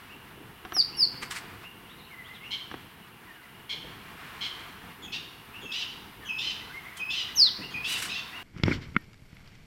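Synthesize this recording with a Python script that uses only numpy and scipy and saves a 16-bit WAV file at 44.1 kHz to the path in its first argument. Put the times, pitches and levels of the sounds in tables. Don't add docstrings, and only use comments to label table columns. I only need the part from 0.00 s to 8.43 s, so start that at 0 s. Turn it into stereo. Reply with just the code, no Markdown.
import sys
import numpy as np
from scipy import signal
from scipy.fft import rfft, irfft, next_fast_len
from scipy.io import wavfile

SR = 44100
rng = np.random.default_rng(int(sys.argv[2]) if len(sys.argv) > 2 else 0)


def output_pcm(signal):
    pcm = np.clip(np.atleast_2d(signal).T, -1, 1) * 32767
    wavfile.write(sys.argv[1], SR, np.round(pcm).astype(np.int16))


N = 371763


def from_db(db):
    return 10 ** (np.asarray(db) / 20)


def rms_one(x):
    return x / np.sqrt(np.mean(x ** 2) + 1e-20)


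def level_curve(points):
    time, level_db = np.transpose(points)
    return np.interp(np.arange(N) / SR, time, level_db)


def at_hz(points, hz):
    return np.interp(np.log(hz), np.log(np.array(points)[:, 0]), np.array(points)[:, 1])


def bins(size):
    return np.maximum(np.fft.rfftfreq(size, 1 / SR), 1)


def coloured(x, db_at):
    size = next_fast_len(x.shape[-1])
    spectrum = rfft(x, size) * from_db(db_at(bins(size)))
    return rms_one(irfft(spectrum, size)[..., :x.shape[-1]])


def drift(rate, size):
    place = np.arange(size) * rate / SR
    return np.interp(place, np.arange(size), rng.standard_normal(size)) * np.sqrt(3 / 2)


def add(track, s, sound):
    at = max(round(s * SR), 0)
    track[at:at + len(sound)] += sound[:max(N - at, 0)]


def cycle(hz):
    return 2 * np.pi * np.cumsum(hz) / SR


def bend(u, pitches):
    return np.polyval(np.polyfit([0, .5, 1], pitches, 2), u)


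def slide(hz, by_hz):
    return hz + by_hz * np.array([-.5, 0, .5])


def panned(x, pan_db, lead_s=0):
    size = next_fast_len(N + 64)
    left = irfft(rfft(x, size) * np.exp(2j * np.pi * bins(size) * lead_s), size)[:N]
    return np.array([left, x]) * from_db([[pan_db / 2], [-pan_db / 2]])


def woods(x, near_db, near_t60, far_db, far_t60, gap_s):
    t = np.arange(2 * SR) / SR
    grain = rng.standard_normal((2, len(t)))
    grain = grain + rng.standard_normal(len(t))
    near_power = from_db(near_db - 60 * t / near_t60) ** 2 / near_t60
    far_power = from_db(far_db - 60 * t / far_t60) ** 2 / far_t60
    fade = np.sqrt((near_power + far_power) * 2 * np.log(1000) / SR)
    onset = 1 - np.exp(-(t / gap_s) ** 2)
    echoes = rms_one(grain) * fade * onset
    return signal.fftconvolve(x[None], echoes, axes=1)[:, :N]


def whistle(length, pitches, waver, octave_db):
    u = np.linspace(0, 1, round(max(length, .01) * SR))
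    phase = cycle(bend(u, pitches) * (1 + waver * drift(494, len(u))))
    swell = np.sqrt(2 * np.abs(np.sin(np.pi * u)))
    return swell * (np.sin(phase) + from_db(octave_db) * np.sin(2 * phase))


def bed(spectrum, flicker_db, flicker_rate):
    # (frequency [Hz], correlation [0-1])
    likeness = [(60, .23), (130, 0.53), (290, 0.18), (640, 0.88), (1410, 0.58), (3100, 0.3), (6820, 1),
                (11500, .5), (15000, 0.49)]
    size = next_fast_len(N)
    hz = bins(size)
    mid, side = rfft(rng.standard_normal((2, size)))
    alike = np.clip(at_hz(likeness, hz), 0, 1)
    both = np.sqrt(1 + alike) * mid + np.sqrt(1 - alike) * side * [[1], [-1]]
    noise = irfft(both * from_db(at_hz(spectrum, hz)), size)[:, :N]
    return rms_one(noise) * from_db(flicker_db * drift(flicker_rate, N))


def background(hush_gain_db=2.5, chorus_gain_db=2.0, insects_db=-58):
    # (frequency [Hz], density [dB per Hz])
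    hush_spectrum = [(10, -38), (20, -10), (50, -4), (107, -0.5), (200, -.5), (375, -4.5), (500, -9),
                     (600, -22), (900, -7), (2000, -75)]
    chorus_spectrum = [(500, -20), (720, -3), (820, -11.5), (1000, 0.5), (1250, -1), (1700, -1.5),
                       (2400, -3), (2900, -9), (3500, -9.5), (4500, -16), (6500, -24.5), (12000, -25.5)]
    insect_spectrum = [(2000, -71.5), (2600, -9.5), (2850, 0.5), (3050, -7.5), (3400, -14.5), (4500, -50)]
    hiss_spectrum = [(2000, -14.5), (4000, -3), (7000, -10), (9000, 1.5), (10500, 3.5), (12500, 5.5),
                     (14000, 5), (16000, 1.5)]
    # (time [s], level [dB])
    hush_course = [(0.0, -54.5), (0.65, -53.5), (0.89, -52.5), (1.22, -52), (1.85, -55), (2.89, -54),
                   (3.12, -57), (3.38, -57), (3.76, -53.5), (5.96, -53), (7.25, -55), (7.91, -49),
                   (8.19, -53), (8.43, -54)]
    chorus_course = [(0.0, -52.5), (0.4, -54.5), (1.52, -50), (1.78, -54), (2.06, -55), (2.39, -51.5),
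                     (3.12, -54), (3.64, -54), (4.27, -46.5), (4.58, -48), (5.33, -53), (5.82, -51),
                     (6.2, -53), (6.78, -49), (6.97, -51), (7.49, -49.5), (8.03, -46.5), (8.43, -48)]
    # (time [s], level [dB])
    hiss_course = [(0, -60.5), (1.5, -59), (3.3, -61), (4.2, -59.5), (7, -58.5), (8.43, -58.5)]
    hush_level = from_db(level_curve(hush_course) + hush_gain_db)
    chorus_level = from_db(level_curve(chorus_course) + chorus_gain_db)
    out = hush_level * bed(hush_spectrum, flicker_db=1.74, flicker_rate=20)
    out += chorus_level * bed(chorus_spectrum, flicker_db=1.2, flicker_rate=25)
    out += from_db(insects_db) * bed(insect_spectrum, flicker_db=2.0, flicker_rate=22)
    out += from_db(level_curve(hiss_course)) * bed(hiss_spectrum, flicker_db=0.3, flicker_rate=10)
    return out


def songbirds():
    # (time [s], level [dB])
    arches = [(.091, -50.5), (.922, -51), (1.635, -47.5), (2.435, -45.5), (5.536, -45), (7.618, -42.5),
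              (8.338, -43.5)]
    pips = [6.61, 6.917, 7.283, 7.46, 7.609, 7.767, 8.15, 8.326]
    # (time [s], length [s], middle pitch [Hz], slide [Hz], level [dB])
    slurs = [(2.105, .055, 2090, -350, -48.5), (2.175, 0.058, 2006, -200, -47),
             (2.281, 0.056, 2036, 200, -48), (2.408, .04, 2140, 170, -48), (3.262, .065, 1890, -340, -52),
             (3.34, .1, 1570, -370, -58), (3.43, 0.035, 1980, -200, -52.5), (6.203, 0.077, 1760, -380, -53),
             (6.692, 0.041, 1540, 297, -49), (6.733, 0.065, 2110, 122, -41.5),
             (6.846, 0.055, 2100, 400, -47)]
    # (time [s], middle pitch [Hz], slide [Hz], level [dB])
    twitters = [(1.887, 3620, 850, -55.5), (1.985, 3950, -700, -57), (2.015, 3900, 800, -57),
                (2.237, 3300, 900, -53), (2.34, 3450, -900, -51)]
    pure, quaver = .008, .028
    out = np.zeros(N)
    for s, db in arches:
        add(out, s, from_db(db) * whistle(.058, (2460, 2800, 2720), quaver, octave_db=-26.5))
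    for s in pips:
        add(out, s, from_db(-45.5) * whistle(.022, (1924, 1969, 2110), pure, octave_db=-33))
    for s, length, hz, slide_hz, db in slurs:
        add(out, s, from_db(db) * whistle(length, slide(hz, slide_hz), pure, octave_db=-33))
    for s, hz, slide_hz, db in twitters:
        add(out, s, from_db(db) * whistle(.044, slide(hz, slide_hz), quaver, octave_db=-28))
    return out


def hand_bumps(slope_db=14, attack_s=0.0032):
    # (time [s], level [dB], centre [Hz], fade to 1/e [s])
    bumps = [(0.371, -48, 324, 0.061), (1.041, -45, 390, 0.023), (3.73, -51.5, 420, .04),
             (3.842, -39.5, 458, 0.0096), (5.63, -44, 287, 0.051), (7.588, -36, 217, 0.021)]
    out, t = np.zeros(N), np.arange(SR // 4) / SR
    for s, db, hz, fade in bumps:
        thud = coloured(rng.standard_normal(len(t)), lambda f: -slope_db * np.abs(np.log2(f / hz)))
        add(out, s, from_db(db) * thud * np.minimum(t / attack_s, 1) * np.exp(-t / fade))
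    return out


def case_clicks(chatter=0.077, chatter_s=0.0072):
    # (time [s], snap level before softening [dB], low-pass corner [Hz])
    knocks = [(0.6507, -21.5, 3500), (0.7218, -20.5, 4000), (0.7659, -20, 3000), (2.714, -23, 3000),
              (2.741, -22.5, 2200)]
    # (frequency [Hz], gain [dB], decay by 60 dB [s])
    modes = [(190, -22.5, 0.079), (324, -8.5, 0.02), (736, -18.5, 0.054), (1180, -6, 0.0091),
             (1720, -4.5, 0.0059), (3140, -6.5, 0.0033), (5760, -19.5, 0.0074)]
    force, out = np.zeros(N) + 1e-18, np.zeros(N)
    t = np.arange(SR // 10) / SR
    for s, db, bright_hz in knocks:
        snap = (t == 0) + chatter * rng.standard_normal(len(t)) * np.exp(-t / chatter_s)
        soft = np.exp(-2 * np.pi * bright_hz / SR)
        add(force, s, from_db(db) * signal.lfilter([1 - soft], [1, -soft], snap))
    for k, (hz, db, t60) in enumerate(modes):
        r, w = from_db(-60 / (t60 * SR)), 2 * np.pi * hz / SR
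        ring = signal.lfilter([0, np.sin(w)], [1, -2 * r * np.cos(w), r * r], force)
        out += (-1) ** k * from_db(db) * ring
    return out


def near_bird(flutter_db=1.75):
    # (time [s], slur [s], start [Hz], middle [Hz],
    # end [Hz], drop [s], last pitch [Hz], swell [s], level [dB])
    chirps = [(.732, 0.08, 6080, 5240, 4440, 0.01, 2970, 0.071, -18),
              (0.965, 0.081, 5680, 5074, 4267, 0.013, 3880, 0.068, -17.5),
              (7.352, 0.11, 6750, 4900, 3995, .05, 2580, 0.055, -16)]
    swell_power = 1.42
    octave_db, twelfth_db = -49.5, -55
    tone, shimmer = np.zeros((2, N))
    for s, slur_s, start_hz, middle_hz, end_hz, drop_s, last_hz, swell_s, db in chirps:
        t = np.arange(0, slur_s + drop_s, 1 / SR)
        slur = bend(np.minimum(t / slur_s, 1), (start_hz, middle_hz, end_hz))
        hz = slur + (last_hz - end_hz) * np.maximum(t - slur_s, 0) / drop_s
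        release = np.clip((t - swell_s) / max(t[-1] - swell_s, 1 / SR), 0, 1)
        shape = np.minimum(t / swell_s, 1) ** swell_power * np.cos(np.pi / 2 * release) ** 2
        phase = cycle(hz)
        level = from_db(db + flutter_db * drift(300, len(t)))
        add(tone, s, np.sqrt(2) * shape * level * np.sin(phase))
        overtones = from_db(octave_db) * np.sin(2 * phase) + from_db(twelfth_db) * np.sin(3 * phase)
        tension = (hz / 5000) ** 3
        add(shimmer, s, np.sqrt(2) * tension * shape ** .15 * (1 - release) * overtones)
    return tone, shimmer


def wings(grain_db=2.0):
    # (time of peak [s], level [dB], swell to 1/e [s], fade to 1/e [s], treble tilt [dB per octave])
    strokes = [(1.227, -31, 0.0058, .017, -1.2), (1.311, -31.5, 0.0033, 0.021, 1),
               (1.367, -34.5, .018, .022, .5), (6.973, -44, 0.0033, 0.019, 5.5),
               (7.898, -37.5, 0.021, .026, 6.5), (7.928, -33.5, 0.013, .025, 4.5),
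               (7.991, -35.5, .034, .05, 3.5), (8.024, -32, .004, 0.021, 3.5),
               (8.058, -36, 0.015, 0.025, 2)]
    # (frequency [Hz], relative density [dB per Hz])
    feathers = [(300, -14), (600, -19), (1050, -4), (2100, -0.5), (3400, -9.5), (5000, -11), (6500, -14.5),
                (8200, -13), (12000, -22.5), (16000, -33)]
    out, t = np.zeros(N), np.arange(-SR // 10, SR // 5) / SR
    for s, db, swell, fade, tilt_db in strokes:
        crackle = rng.standard_normal(len(t)) * from_db(grain_db * drift(1200, len(t)))
        swish = coloured(crackle, lambda f: at_hz(feathers, f) + tilt_db * np.log2(f))
        add(out, s + t[0], from_db(db) * swish * np.exp(np.minimum(t / swell, -t / fade)))
    return out


def rasp(length, pitch_hz, rough, opening, rattle_hz=190, attack_s=0.01, release_s=0.015):
    # (frequency [Hz], relative gain [dB])
    throat_shut = [(1000, -45), (1800, -30), (2250, 0.5), (2650, -4.5), (3180, 4.5), (3650, 0),
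                   (4150, -3.5), (4800, -13), (5800, -18), (6800, -24), (8000, -31)]
    throat_open = [(1000, -52), (1900, -14), (2500, 2.5), (3100, 6.5), (3900, -0.5), (4500, -3), (5100, -7),
                   (6100, -12.5), (7000, -21.5), (8200, -28), (12000, -35)]
    arch, waver, jitter = .15, .016, .045
    breathy = .65
    t = np.arange(round(length * SR)) / SR
    rough = np.clip(rough, 0, .9 - .45 * opening)
    wander = waver * drift(60.8, len(t)) + jitter * rough * drift(494.5, len(t))
    rise = arch * opening * (np.sin(np.pi * t / length) - .8)
    phase = cycle(pitch_hz * (1 + rise + wander))
    voice = rms_one(sum(np.cos(k * phase + rng.uniform(0, 2 * np.pi)) for k in np.arange(2, 10)))
    chop_hz = rattle_hz * (1 + opening * (1 + drift(89.1, len(t)) / 2))
    rattle = 1 + np.sqrt(rough) * np.cos(cycle(chop_hz))
    source = (voice + breathy * rough * rng.standard_normal(len(t))) * rattle
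    cry = coloured(source, lambda f: (1 - opening) * at_hz(throat_shut, f) + opening * at_hz(throat_open, f))
    return cry * np.clip(t / attack_s, 0, 1) * np.clip((length - t) / release_s, 0, 1)


def fowl():
    # (time [s], length [s], level [dB], beak opening [0-1],
    # pitch [Hz], roughness before its limit)
    clucks = [(2.504, 0.059, -36, 0.08, 1053, 1.1), (3.69, 0.059, -35, 0.14, 1051, 0.9),
              (4.405, .074, -35, .35, 1055, .8), (5.118, .06, -36, 0.78, 902, .7)]
    # (time [s], squeal pitch [Hz], break after [s], cry length [s],
    # cry pitch [Hz], cry level [dB], roughness [0-1])
    screeches = [(5.714, 1724, .016, 0.11, 968, -35, 0.46), (6.381, 1762, .026, .12, 1008, -35.5, 0.44),
                 (7.098, 1755, .026, .115, 994, -34.5, 0.38), (7.841, 1716, 0.013, .125, 963, -34.5, 0.39),
                 (8.087, 1296, .046, 0.078, 911, -38, 0.31)]
    # (time [s], length [s], squeak pitch [Hz], squeak level [dB], note pitch [Hz],
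    # note level [dB], lift level [dB])
    run_ups = [(5.02, .11, 3400, -45.5, 2580, -52, -51), (5.612, 0.12, 3300, -47.5, 2630, -45, -42),
               (6.249, .151, 3150, -43.5, 2550, -34, -37.5), (6.959, .158, 3170, -50, 2518, -35.5, -37),
               (7.701, .164, 3220, -49.5, 2453, -33, -37.5)]
    hoarse, clear = .035, .015
    squeal_db, squeal_overlap_s = 1.5, .013
    squeak_s, squeak_fall_hz = .0553, 340
    note_after_s, note_s, lift_s = .038, .06, .038
    note_scoop = .02
    note_sag_db = 6
    out = np.zeros(N)
    for s, length, db, opening, pitch_hz, rough in clucks:
        add(out, s, from_db(db) * rasp(length, pitch_hz, rough, opening))
    for s, squeal_hz, break_s, cry_s, cry_hz, db, rough in screeches:
        squeal = rasp(break_s + squeal_overlap_s, squeal_hz, rough, opening=1)
        add(out, s, from_db(db + squeal_db) * squeal)
        add(out, s + break_s, from_db(db) * rasp(cry_s, cry_hz, rough, opening=0.98))
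    for s, length, squeak_hz, squeak_db, note_hz, note_db, lift_db in run_ups:
        squeak = whistle(squeak_s, slide(squeak_hz, -squeak_fall_hz), hoarse, octave_db=-13.5)
        note = whistle(note_s, note_hz * (1 + note_scoop * np.array([1, 0, 1])), clear, octave_db=-25)
        lift = whistle(lift_s, (2550, 2600, 2740), clear, octave_db=-19)
        add(out, s, from_db(squeak_db) * squeak)
        add(out, s + note_after_s, from_db(note_db + note_sag_db * np.linspace(.5, -.5, len(note))) * note)
        add(out, s + length - lift_s, from_db(lift_db) * lift)
    return out


def scene():
    near, shimmer = near_bird()
    ground, far, flutter = fowl(), songbirds(), wings()
    out = panned(near, pan_db=-7.5, lead_s=4e-5)
    out += panned(shimmer, pan_db=-6)
    out += woods(near + shimmer, near_db=-5.5, near_t60=0.26, far_db=-14.0, far_t60=0.88, gap_s=0.0029)
    echoes = woods(ground, near_db=-0.5, near_t60=0.25, far_db=-1.0, far_t60=0.88, gap_s=0.0015)
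    out += panned(ground, pan_db=-5.5) + echoes * from_db([[-2.2], [2.2]])
    out += panned(far, pan_db=-5.5)
    out += woods(far, near_db=-1.0, near_t60=0.48, far_db=-11.0, far_t60=0.61, gap_s=0.0046)
    out += panned(flutter, pan_db=-2.0) + case_clicks() + hand_bumps()
    return out + background()


def record(dry):
    cutoff_hz = 15900
    return signal.sosfilt(signal.ellip(12, .1, 80, cutoff_hz, fs=SR, output="sos"), dry)


dry = scene()
out = record(dry)
output_pcm(out)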